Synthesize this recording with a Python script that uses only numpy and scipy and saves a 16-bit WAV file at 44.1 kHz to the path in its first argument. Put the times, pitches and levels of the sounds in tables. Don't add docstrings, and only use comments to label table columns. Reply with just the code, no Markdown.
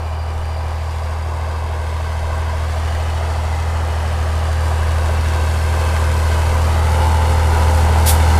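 import sys
import numpy as np
from scipy import signal
from scipy.fft import rfft, irfft, next_fast_len
from scipy.io import wavfile
from scipy.ndimage import uniform_filter1d, map_coordinates

SR = 44100
rng = np.random.default_rng(int(sys.argv[2]) if len(sys.argv) > 2 else 0)


def generate_wav(sig):
    pcm = np.round(np.clip(np.atleast_2d(sig).T, -1, 1) * 32767).astype(np.int16)
    wavfile.write(sys.argv[1], SR, pcm)


N = 369999
TIME = np.arange(N) / SR

# time_s, firing_hz
FIRING_RATE = [(0.0, 79.67), (1.05, 79.17), (1.35, 79.9), (1.8, 78.9), (2.1, 79.69), (2.7, 79.03),
               (3.15, 80.17), (3.45, 79.29), (3.75, 81.13), (3.9, 79.27), (5.55, 79.44), (5.85, 79.92),
               (6.0, 79.27), (6.6, 79.86), (6.75, 79.8), (8.4, 79.27)]
CYLINDER_DB = [-1.5, 4, -2, -1.4, -2.3, 0.8]
# harmonic, level_db
EXHAUST_LINES = [(3, -22), (4, -24), (5, -26.5), (6, 0.5), (7, -29), (8, -26), (9, -14.5), (12, -25),
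                 (15, -21), (18, -25.5)]
# harmonic (rounded in use), nose_db, flank_db
WHINE_LINES = [(32, -32, -19.5), (60, -10.5, -8), (63.3, -38, -8.5), (66, -22, -1), (69.6, -13, -11),
               (78.5, -24, -8.5), (94.4, -18, -20), (117, -21, -27), (126, -32, -20)]
# frequency_hz, level_db
GROWL_SPECTRUM = [(90, 2), (150, -1), (235, 0.5), (290, -3), (360, 1), (440, 2.5), (560, -3), (900, -49)]
KNOCK_SPECTRUM = [(200, -21), (290, -8.5), (370, -4), (480, -4.5), (640, -3), (800, 0), (980, 1),
                  (1200, -11), (1500, -8), (2500, -41), (5000, -47)]
RATTLE_SPECTRUM = [(700, -54), (1200, 4.5), (1550, -0.5), (1800, 1), (2100, 0), (2500, -5), (3000, -6),
                   (3500, -6.5), (4400, -18.5), (5500, -15), (9000, -29.5)]
HISS_SPECTRUM = [(1500, 1.5), (3000, -5.5), (4600, 1.5), (6000, -0.5), (7500, 0.5), (9200, 1), (10500, -2),
                 (12000, -6), (13500, -9), (15300, -28)]
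WIND_SPECTRUM = [(8, 11), (18, 24), (35, 4.5), (60, -8), (100, -3), (200, -21.5), (500, -73)]
VALVE_SPECTRUM = [(1200, -10), (2400, -8), (3500, -4.5), (5800, -5.5), (9000, -1.5), (11500, -2.5),
                  (13500, -5.5), (15300, -9)]
# pitch_hz, width_hz, level_db
STEEL_MODES = [(932, 93, 5), (1561, 25, 3.5), (2020, 31, -2), (2370, 40, -15), (2604, 105, -4.5),
               (2925, 22, 2), (3146, 11, 1), (3800, 60, -10), (4270, 210, -7), (4690, 26, -3)]
# time_s, boom_db, treble_db
SWELLS = [(0.2, 0, -2.5), (0.9, -0.5, -0.7), (1.6, -0.8, -1.5), (2.8, 0.4, 1.65), (4.0, -0.3, 0.2),
          (4.8, 1.4, 1), (5.6, 0.3, 1.5), (6.8, 0.5, 0.8), (8.3, 0.3, 0.1)]
# time_s, flank_share (0 nose, 1 flank)
ASPECT = [(0, 0.41), (2.9, 0.099), (5.1, 0.27), (5.8, .6), (6.55, 0.63), (7.1, 0.98), (8.39, 0.66)]
# start_s, length_s, pitch_hz, level_db
SQUEAL_EVENTS = [(-.1, .9, 2400, -54.5), (-.1, .7, 2950, -50), (-.1, 1.8, 4770, -52),
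                 (2.7, 0.52, 2930, -48), (4.25, 0.71, 2926, -51), (4.35, .4, 4700, -47),
                 (5.0, 0.59, 2640, -51.5)]
# time_s, delay_ms, gain
NEAR_REFLECTION = [(0.6, 1.697, .2), (1.4, 1.83, 0.28), (2.45, 1.88, 0.28), (3.35, 1.46, 0.21),
                   (4.3, 1.665, .24), (5.1, 1.8, 0.29), (6.45, 1.89, 0.24), (6.95, 1.33, .2),
                   (8.39, 1.39, .34)]
# time_s, level_db
WIND_LEVEL = [(0, -39), (2, -41), (5, -31), (8.39, -37)]

START_M, DRIVE_M_S = 49.6, 3.574
# start_db, per_halving_db
BOOM_DB, GROWL_DB = (-22, 7), (-46.5, 14.5)
KNOCK_DB, RATTLE_DB, HISS_DB = (-34, 7.5), (-39.5, 7), (-47.5, 11)
# nose_db, flank_db
PANEL_DB, BONNET_DB, HARD_CYLINDER_DB, HUM_DB = (-24, -3.5), (-4.5, -11.5), (-6.5, -15), (-21.5, -8)


def undb(db):
    return 10 ** (np.asarray(db) / 20)


def unit(x):
    return x / np.sqrt(np.mean(x ** 2))


def curves(table):
    time_s, *columns = np.transpose(table)
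    return [np.interp(TIME, time_s, column) for column in columns]


def noise():
    return rng.standard_normal(N)


def walk(rate_hz):
    coarse = TIME[::100]
    steps = rng.standard_normal(2048)
    return np.interp(TIME, coarse, map_coordinates(steps, [coarse * rate_hz], order=2, mode="wrap"))


def shape(x, response):
    size = next_fast_len(N + 8192)
    hz = np.arange(size // 2 + 1) * SR / size + 1e-3
    return unit(irfft(rfft(x, size) * response(hz), size)[:N])


def colour(x, spectrum):
    hz, db = np.transpose(spectrum)
    return shape(x, lambda f: undb(np.interp(np.log(f), np.log(hz), db)))


def mode(f, hz, width_hz):
    return 1 / (1 + 1j * (f * f - hz * hz) / (f * width_hz))


def resonate(x, hz, width_hz):
    return shape(x, lambda f: mode(f, hz, width_hz) ** 2)


def facing(nose_db, flank_db):
    flank_share, = curves(ASPECT)
    return nose_db + (flank_db - nose_db) * flank_share


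def cycle_noise(cycle, repeat, size=3328):
    pattern = signal.resample(rng.standard_normal(size), 4 * size)
    periodic = np.interp(cycle % 1, np.linspace(0, 1, len(pattern)), pattern)
    return np.sqrt(repeat) * periodic + np.sqrt(1 - repeat) * noise()


def firings(cycle, decay, base, lag=0.13):
    count = len(CYLINDER_DB) * cycle
    count = count - lag * np.cos(np.pi * count / 2) ** 2 + 1
    index = count.astype(int)
    scatter_db = 2.6 * np.clip(rng.standard_normal(1024), -1.8, 1.8)[index % 1024]
    strength = undb(np.take(CYLINDER_DB, index, mode="wrap") + scatter_db)
    return base + strength * np.exp(-(count % 1) / decay)


def exhaust_boom(cycle, boom_db, growl_db):
    lines = 0
    for harmonic, db in EXHAUST_LINES:
        waver_db = .25 if harmonic == len(CYLINDER_DB) else 1.2
        level_db = boom_db if harmonic < 2 * len(CYLINDER_DB) else (boom_db + growl_db) / 2 + 7
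        phase = 2 * np.pi * harmonic * cycle + 0.0811 * harmonic ** 2
        lines += undb(db + level_db + waver_db * walk(14)) * np.cos(phase)
    flutter = colour(noise(), [(15, -15), (40, 0), (66, 3), (100, -15), (135, -6), (170, -18), (300, -48)])
    return np.sqrt(2) * lines + undb(boom_db - 20) * flutter


def exhaust_growl(cycle):
    flow = cycle_noise(cycle, repeat=.35) * firings(cycle, decay=0.39, base=2.5)
    return colour(flow, GROWL_SPECTRUM)


def block_knock(cycle):
    force = firings(cycle, decay=0.43, base=4.2)
    casting = colour(force * cycle_noise(cycle, repeat=0.41), KNOCK_SPECTRUM)
    panel = resonate(force * cycle_noise(cycle, repeat=0.54), hz=888, width_hz=310)
    bonnet = resonate(force * cycle_noise(cycle, repeat=0.16), hz=1016, width_hz=435)
    knock = casting + undb(facing(*PANEL_DB)) * panel + undb(facing(*BONNET_DB)) * bonnet
    return knock * undb(0.99 * walk(9))


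def hard_cylinder(cycle):
    age_cycles = (cycle - 0.418) % 1
    envelope = np.exp(-age_cycles / 0.27) * (1 - np.exp(-age_cycles / 0.025))
    blows = envelope * cycle_noise(cycle, repeat=0.22)
    return undb(facing(*HARD_CYLINDER_DB)) * resonate(blows, hz=655, width_hz=170)


def gear_whine(cycle):
    tones = 0
    for harmonic, nose_db, flank_db in WHINE_LINES:
        drift = .5 * walk(6) + rng.uniform(0, 2 * np.pi)
        level_db = facing(nose_db, flank_db) + 2.2 * walk(4)
        tones += undb(level_db) * np.sin(2 * np.pi * np.round(harmonic) * cycle + drift)
    return tones


def transmission_hum(cycle, harmonic=39, beat_hz=2.55):
    mesh_phase = 2 * np.pi * harmonic * cycle + 0.42 * walk(8)
    beat_phase = 2 * np.pi * beat_hz * (TIME - .28)
    return undb(facing(*HUM_DB)) * unit(np.sin(mesh_phase) + np.sin(mesh_phase + beat_phase))


def rattle(cycle):
    ticks = cycle_noise(cycle, repeat=0.14) * firings(cycle, decay=0.71, base=2.3)
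    clatter = colour(ticks, RATTLE_SPECTRUM) * undb(-.5 + .5 * walk(10))
    ringing = shape(ticks, lambda f: sum(undb(db) * mode(f, hz, width) for hz, width, db in STEEL_MODES))
    return clatter + undb(-6 + 1.2 * walk(4)) * ringing


def gas_hiss(cycle):
    puffs = uniform_filter1d(firings(cycle, decay=0.34, base=1.27), size=80)
    hiss = colour(noise() * puffs, HISS_SPECTRUM)
    dullness = np.interp(TIME, [0, 3.5, 6, 8.39], [0.44, 0.69, 0.15, 0.0027])
    hiss += dullness * (uniform_filter1d(hiss, size=3) - hiss)
    return hiss * undb(4 * dullness + 0.6 * walk(10))


def steel_squeals(fade_s=.15):
    squeals = 0
    for start_s, length_s, pitch_hz, level_db in SQUEAL_EVENTS:
        grip = np.clip(np.minimum(TIME - start_s, start_s + length_s - TIME) / fade_s, 0, 1)
        squeals += grip * undb(level_db + 2 * walk(12)) * resonate(noise(), pitch_hz, width_hz=150)
    return squeals


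def delayed(x, delay_ms):
    return map_coordinates(x, [(TIME - delay_ms / 1000) * SR], order=3)


def reflections(x, nearness):
    near_ms, near_gain = curves(NEAR_REFLECTION)
    dull = signal.lfilter(*signal.butter(1, 5000, fs=SR), x)
    ground = -.12 * delayed(x, delay_ms=0.603 * nearness)
    near_surface = near_gain * delayed(dull, near_ms)
    further_surface = 0.093 * delayed(dull, near_ms + 0.797)
    return x + ground + near_surface + further_surface


def wind():
    breeze_db, = curves(WIND_LEVEL)
    gust_db = 2.3 * walk(4)
    return colour(noise(), WIND_SPECTRUM) * undb(breeze_db + gust_db)


def air_valve(start_s=8.058, level_db=-14.5, attack_s=.03, shut_after_s=.038, fall_db_per_s=320):
    age_s = TIME - start_s
    opening = np.sqrt(np.clip(age_s / attack_s, 0, 1))
    fall_db = fall_db_per_s * np.maximum(age_s - shut_after_s, 0)
    return colour(noise(), VALVE_SPECTRUM) * opening * undb(level_db - fall_db)


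def scene():
    firing_hz, = curves(FIRING_RATE)
    boom_swell_db, treble_swell_db = curves(SWELLS)
    cycle = np.cumsum(firing_hz) / SR / len(CYLINDER_DB)
    nearness = START_M / (START_M - DRIVE_M_S * TIME)
    boom_db, growl_db, knock_db, rattle_db, hiss_db = (
        start_db + per_halving_db * np.log2(nearness)
        for start_db, per_halving_db in (BOOM_DB, GROWL_DB, KNOCK_DB, RATTLE_DB, HISS_DB))
    tones = gear_whine(cycle) + transmission_hum(cycle)
    knocks = block_knock(cycle) + hard_cylinder(cycle)
    treble = undb(rattle_db) * rattle(cycle) + undb(hiss_db) * gas_hiss(cycle)
    engine = undb(knock_db) * (knocks + tones) + undb(treble_swell_db) * treble + steel_squeals()
    boom = exhaust_boom(cycle, boom_db + boom_swell_db, growl_db)
    growl = undb(growl_db) * exhaust_growl(cycle)
    mono = boom + growl + reflections(engine, nearness) + air_valve() + wind()
    return np.array([mono, mono])


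def record(dry, cutoff_hz=15200):
    return signal.sosfilt(signal.ellip(10, .2, 80, cutoff_hz, fs=SR, output="sos"), dry)


dry = scene()
out = record(dry)
generate_wav(out)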